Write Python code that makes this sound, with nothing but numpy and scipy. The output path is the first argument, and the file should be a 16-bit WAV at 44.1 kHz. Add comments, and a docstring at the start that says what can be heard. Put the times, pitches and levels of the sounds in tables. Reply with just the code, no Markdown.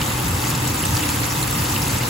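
"""Chicken fries in a pot of hot oil, heard from just above. Thousands of tiny steam bubbles burst each second
in a dense sizzle, made of short fading rings over noise. A few bubbles snap sharply, ring briefly or
come in quick flurries, and the pot walls throw bubble sounds back as short noisy echoes.
Under it lies a low rumble of filtered noise with a wavering hum, probably the burner and an extractor fan."""
import sys
import numpy as np
from scipy import signal
from scipy.fft import rfft, irfft, next_fast_len
from scipy.io import wavfile
from scipy.ndimage import uniform_filter1d, map_coordinates

SR = 44100
rng = np.random.default_rng(int(sys.argv[2]) if len(sys.argv) > 2 else 0)


def to_wav(sig):
    """Store sig (one row per channel, or 1-D mono) as 16-bit WAV at the path in sys.argv[1].

    Samples outside -1..1 are clipped; the rate is SR.
    """
    pcm = np.clip(np.atleast_2d(sig), -1, 1) * 32767
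    pcm = np.round(pcm).astype(np.int16)
    wavfile.write(sys.argv[1], SR, pcm.T)  # frames by channels


N = 92345  # length in samples
TOP_HZ = 15800  # nothing sounds above this


def amp(db):
    """Turn decibels into a plain multiplier."""
    return 10 ** (np.asarray(db) / 20)


def unit(x):
    """Scale a signal to an average (RMS) level of 1."""
    return x / np.sqrt(np.mean(x ** 2) + 1e-20)


def along(points, hz):
    """Read a value at each frequency from (Hz, value) points on a log axis."""
    f, v = np.transpose(points)
    return np.interp(np.log(hz + 1), np.log(f + 1), v)


def curve(rows):
    """One value per sample from (s, value) rows."""
    return np.interp(np.arange(N) / SR, *np.transpose(rows))


def wobble(rate):
    """A smooth random curve through `rate` random points a second."""
    points = rng.standard_normal(int(N * rate / SR) + 4)
    return map_coordinates(points, [np.arange(N) * rate / SR])


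def filtered(x, response):
    """Multiply the spectrum of x by a response that depends on frequency."""
    m = next_fast_len(N + SR // 2)
    hz = np.fft.rfftfreq(m, 1 / SR)
    return irfft(rfft(x, m) * response(hz), m)[..., :N]


def add(track, s, sound):
    """Mix a sound into a track at time s, cutting what runs past the end."""
    part = track[..., round(s * SR):][..., :sound.shape[-1]]
    part += sound[..., :part.shape[-1]]


def stove(size=1900):
    """Low rumble from shaped noise with a wavering hum; the band around the hum surges."""
    # Colour of the rumble: pitch_hz [Hz], level_db [dB per Hz, relative]
    rumble_colour = [(8, -70), (22, -44), (32, -39), (45, -12), (58, -5.5), (70, -8), (88, -0.5), (104, -5),
                     (122, 1), (145, -4), (200, -10.5), (228, -8.5), (255, -11), (278, -5.5), (305, -5),
                     (330, -11), (400, -22), (600, -25), (1200, -51)]
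    # Surges of the band around the hum: time_s [s], level_db [dB, before the common trim]
    surges = [(0.0, -25), (0.02, -23), (0.05, -31), (0.09, -25.5), (0.12, -31), (0.15, -22), (0.18, -27),
              (0.35, -21), (0.42, -30.5), (0.44, -24), (0.47, -30), (0.49, -25), (0.72, -23.5), (0.74, -28),
              (0.8, -34), (0.84, -24.5), (0.86, -27), (0.94, -18), (0.99, -27), (1.08, -28.5), (1.11, -23),
              (1.13, -28.5), (1.22, -23), (1.29, -31.5), (1.32, -21.5), (1.34, -32), (1.37, -23.5),
              (1.44, -26), (1.59, -26.5), (1.61, -19.5), (1.66, -29.5), (1.76, -23.5), (1.79, -29),
              (1.8, -24), (1.87, -26.5), (1.89, -24), (1.91, -33), (1.93, -20.5), (2.0, -29), (2.02, -21),
              (2.07, -32), (2.09, -27)]
    hum_hz, hum_db = 121.1, -9  # level against the rumble
    waver_db, drift_rad = 6, 1.6  # multiply random curves of level and phase
    above_hz, below_hz, trim_db = 61, 185, -0.84  # edges of the surging band, and its trim

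    rumble = unit(filtered(rng.standard_normal((2, N)), lambda hz: amp(along(rumble_colour, hz))))
    phase = 2 * np.pi * hum_hz * np.arange(N) / SR + drift_rad * wobble(8.3)
    hum = np.sin(phase) * amp(waver_db * wobble(11))
    low = filtered(rumble, lambda hz: 1 / (1 + (hz / below_hz) ** 8) - 1 / (1 + (hz / above_hz) ** 8))
    deep = low + amp(hum_db) * np.array([unit(hum), np.zeros(N)])
    # level out the band's own ups and downs, so that the table alone sets the surges
    power = np.abs(uniform_filter1d(deep ** 2, size, axis=1))
    even = deep / np.sqrt(power + 1e-9)
    surge_db = curve(surges)
    return amp(surge_db + trim_db) * even + amp(surge_db.mean()) * (rumble - low)


def pot(x, size=2048):
    """A sound and its quick echoes off the pot walls, drawn anew for every place in the oil."""
    t60_s, wet_db, build_s = 0.048, -4, 0.00067  # fade by 60 dB, energy against the direct sound, build-up
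    t = np.arange(size) / SR
    echo = rng.standard_normal(size) * amp(-60 * t / t60_s) * (1 - np.exp(-t / build_s))
    echo *= amp(wet_db) / np.linalg.norm(echo)
    echo[0] = 1  # the direct sound
    return signal.fftconvolve(x, echo)


def bubbles(rate, cycles, cap_db, lowest_hz, size, count=3):
    """Tiny bubbles bursting in clumps at several places, each a short damped ring."""
    cycle_spread = 0.51  # how widely ring lengths vary
    size_spread_db, clump_db = 4.5, 1  # mean rise of bubble level; scale of the random clumping
    out, k = np.zeros(N), np.arange(size)
    for stream in rng.spawn(count):
        u = stream.random((int(rate * N / SR / count), 4))
        start = (u[:, 0] * N).astype(int)
        hz = lowest_hz + u[:, 1] * (TOP_HZ - lowest_hz)
        # samples to fall to 1/e, with a bell-like (logistic) spread of its logarithm
        stretch = np.exp(cycle_spread * np.log(u[:, 2] / (1 - u[:, 2])) / 2)
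        life = np.clip(cycles * stretch * SR / hz, 1, size / 4)
        # many weak bubbles, few strong ones
        db = np.minimum(-size_spread_db * np.log(1 - u[:, 3]), cap_db)
        db = db + clump_db * wobble(40.04)[start]
        strength = amp(db) / np.sqrt(life)
        fade = np.exp(-k / life[:, None])
        rings = strength[:, None] * fade * np.sin(2 * np.pi * hz[:, None] * k / SR)
        place = np.bincount((start[:, None] + k).ravel(), rings.ravel())
        out += pot(place)[:N]
    return unit(out)


def crackle():
    """Many dry bursts and fewer bubbles that ring on; cycles count the swings of a typical fall to 1/e."""
    dry_bursts = bubbles(rate=8000, cycles=1.23, cap_db=20.5, lowest_hz=308, size=128)
    ringing = bubbles(rate=1100, cycles=7.2, cap_db=14.5, lowest_hz=2005, size=700)
    return unit(dry_bursts + amp(-7) * ringing)


def patchy(x, depth_db, size=256):
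    """Swarms of like-sized bubbles come and go, so that bands swell and fade."""
    z = signal.stft(x, nperseg=size)[2]
    patch = np.outer(np.hanning(7), np.hanning(14))  # smooths over pitch and time
    field = signal.fftconvolve(rng.standard_normal(z.shape[1:]), patch, 'same')
    return signal.istft(z * amp(depth_db * unit(field)), nperseg=size)[1][:, :N]


def ping(hz, t60, size=2048):
    """One larger bubble: a short ring whose pitch climbs."""
    attack_s, rise = 0.00021, 0.076  # onset; share by which the pitch climbs during t60
    t = np.arange(size) / SR
    ring = np.sin(2 * np.pi * hz * t * (1 + rise * t / t60 / 2))
    return pot(ring * amp(-60 * t / t60) * (1 - np.exp(-t / attack_s)))


def snap(hz, octaves, size=1024, count=8):
    """A sharp burst: a cluster of heavily damped rings around one pitch."""
    t60_s = 0.0048  # time to fade by 60 dB: it dies almost at once
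    t = np.arange(size) / SR
    offsets = np.linspace(-1, 1, count) + rng.uniform(-1, 1, count) / count
    pitches = hz * 2 ** (octaves * offsets)
    rings = np.sin(2 * np.pi * (pitches[:, None] * t + rng.random((count, 1)))).sum(0)
    fade = amp(-60 * t / t60_s)
    # the same energy however the rings happen to add up
    return pot(rings * fade * np.linalg.norm(fade) / np.linalg.norm(rings * fade))


def pops(count=7):
    """Bubbles that stand out: dry snaps, rings of climbing pitch and quick flurries."""
    # Sharp bursts at the surface: start_s [s], pitch_hz [Hz], half_width [octaves], level_db [dB]
    snaps = [(0.015, 3330, 0.55, -15), (.186, 12000, .3, -28), (.2835, 11000, .5, -19),
             (.317, 3600, .7, -21), (0.44, 2240, 0.47, -13), (.4717, 4500, 1, -17), (.5029, 8900, .8, -12),
             (.5165, 3300, .6, -16), (.551, 5700, 0.45, -17), (.677, 7000, .7, -16.5),
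             (.7459, 10900, 0.46, -16), (.8527, 6000, 1, -21), (.9075, 9000, .7, -20),
             (0.97, 5500, 0.56, -19), (1.0916, 2830, 0.51, -12.5), (1.0912, 7360, .2, -14.5),
             (1.1025, 12000, .3, -15.5), (1.202, 11500, 0.43, -18), (1.4277, 10200, 0.09, -13),
             (1.473, 13000, .3, -15), (1.5109, 14500, .2, -14.5), (1.5125, 5500, 0.44, -20),
             (1.6215, 3000, 1, -16), (1.7635, 3500, .2, -18), (2.034, 2580, .4, -18)]
    # Larger bubbles that ring: start_s [s], pitch_hz [Hz], fade_by_60_db_s [s], level_db [dB]
    pings = [(.018, 2900, .01, -16.5), (.553, 6900, 0.0087, -15), (.653, 2900, 0.0073, -16.5),
             (.676, 7800, .008, -12), (.826, 10850, 0.0067, -12), (.838, 2790, 0.014, -11.5),
             (.853, 8240, 0.0076, -7.5), (.888, 6150, .01, -19), (.969, 4700, .01, -12),
             (1.243, 7060, .01, -15), (1.312, 5760, .01, -14), (1.416, 7500, .006, -17),
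             (1.429, 4080, .013, -14.5), (1.477, 7450, .008, -14), (1.527, 7830, .01, -13),
             (1.724, 6000, .008, -13.5), (1.7625, 2760, .008, -10.5), (1.821, 5400, 0.0078, -14),
             (1.868, 2700, .01, -16), (1.880, 6700, .01, -16)]
    # Flurries from one vent in the crust: start_s [s], length_s [s], pitch_hz [Hz],
    # level_db of each bubble [dB]
    flurries = [(.448, 0.015, 2140, -22.5), (.47, .018, 7730, -23), (1.028, .011, 2800, -20),
                (1.089, .007, 2300, -27), (1.433, 0.007, 10200, -23), (2.009, .012, 2460, -25)]
    pitch_spread, flurry_t60_s = 0.132, 0.012  # log-normal spread of pitch; ring time
    out = np.zeros(N)
    for s, hz, octaves, db in snaps:
        add(out, s, amp(db) * snap(hz, octaves))
    for s, hz, t60, db in pings:
        add(out, s, amp(db) * ping(hz, t60))
    for s, length, hz, db in flurries:
        for _ in range(count):
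            when = s + length * rng.random()
            pitch = hz * np.exp(pitch_spread * rng.normal())
            add(out, when, amp(db) * ping(pitch, flurry_t60_s))
    return np.array([out, np.zeros(N)])  # shared part only, nothing opposed


def sizzle():
    """Near crackles over the blur of countless fainter ones; the treble swells with the boiling."""
    # Colour of the sizzle: pitch_hz [Hz], level_db [dB per Hz, relative]
    sizzle_colour = [(20, -70), (150, -9.5), (380, -5), (560, -4.5), (660, -10.5), (790, -2.5), (920, -1.5),
                     (1060, -4), (1260, -1.5), (1500, -7), (2100, -6.5), (2350, -12.5), (2750, -9),
                     (3200, -10.5), (4500, -12), (6500, -11.5), (8300, -9.5), (10000, -12), (12500, -12),
                     (15500, -14)]
    # Share of the power that comes as separate crackles: pitch_hz [Hz], share [0-1]
    crisp_share = [(500, 0.05), (1300, 0.21), (2600, 0.35), (6000, 0.61), (9000, 0.75), (12000, 0.82)]
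    # Swelling of the treble: time_s [s], level_db [dB, only its changes count]
    treble = [(0, -32), (.2, -31), (.43, -32.5), (.48, -29.5), (.53, -32), (.62, -32), (.68, -30.5),
              (.8, -31.5), (.97, -29.5), (1.1, -30), (1.33, -30.5), (1.47, -31.5), (1.6, -29.5),
              (1.85, -30.5), (2.09, -31)]
    # Air resonances of the pot: pitch_hz [Hz], width_hz [Hz], lift_db [dB]
    pot_modes = [(506.5, 13.5, 6.5), (744.5, 17, 4.5), (894, 46, 4.5), (2070, 24, 3), (2366, 23, 9.5),
                 (2602, 63, 7.5), (3770, 84, 1)]
    level_db, swell_from_hz = -24, 2800

    crisp = lambda hz: np.clip(along(crisp_share, hz), 0, 1)
    near = filtered(np.array([crackle(), crackle()]), lambda hz: np.sqrt(crisp(hz)))
    blur = filtered(rng.standard_normal((2, N)), lambda hz: np.sqrt(1 - crisp(hz)))
    lift = lambda hz: sum(db / (1 + (2 * (hz - centre) / width) ** 2) for centre, width, db in pot_modes)
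    colour = lambda hz: amp(along(sizzle_colour, hz) + lift(hz)) * (hz < TOP_HZ)
    both = unit(filtered(near + blur, colour))
    high = filtered(both, lambda hz: hz ** 2 / (hz ** 2 + swell_from_hz ** 2))
    treble_db = curve(treble)
    swell_db = treble_db - treble_db.mean() + 0.59 * wobble(29.3)
    return amp(level_db) * (both - high + amp(swell_db) * patchy(high, depth_db=1.54))


def spread(pair):
    """A shared and an opposed part make left and right; in the treble the phase between them turns steadily."""
    # Left-right likeness of equally strong parts: pitch_hz [Hz], coherence [0-1]
    alike = [(100, 1), (280, 0.89), (450, 0.41), (700, 0.078), (900, 0.29), (1250, 0.32), (1900, 0.04),
             (2700, 0.43), (3300, 0.47), (4000, 0.52), (5600, 0.19), (6200, 0.25), (7000, 0.96),
             (8500, .999)]
    # Left over right: pitch_hz [Hz], level_db [dB]
    lean = [(200, -.4), (800, 2.3), (2000, -0.6), (4500, 3.5), (7500, -0.5), (12000, -0.5)]
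    twist_from_hz, twist_turn_hz = 6880, 4290  # where turning starts; Hz for one full turn

    turn = lambda hz: np.arccos(np.clip(along(alike, hz), -1, 1)) / 2
    mid, side = filtered(pair, lambda hz: np.array([np.cos(turn(hz)), np.sin(turn(hz))]))
    twist = lambda hz: 2 * np.pi * np.maximum(hz - twist_from_hz, 0) / twist_turn_hz
    half = np.array([[.5], [-.5]])  # each side takes half of the lean and twist
    balance = lambda hz: amp(half * along(lean, hz)) * np.exp(-1j * half * twist(hz))
    return filtered(np.array([mid + side, mid - side]), balance)


def scene():
    """The frying pot on its stove."""
    return spread(sizzle() + pops() + stove())


def record(dry):
    """Cut everything from the top frequency upwards."""
    return filtered(dry, lambda hz: hz < TOP_HZ)


dry = scene()
out = record(dry)
to_wav(out)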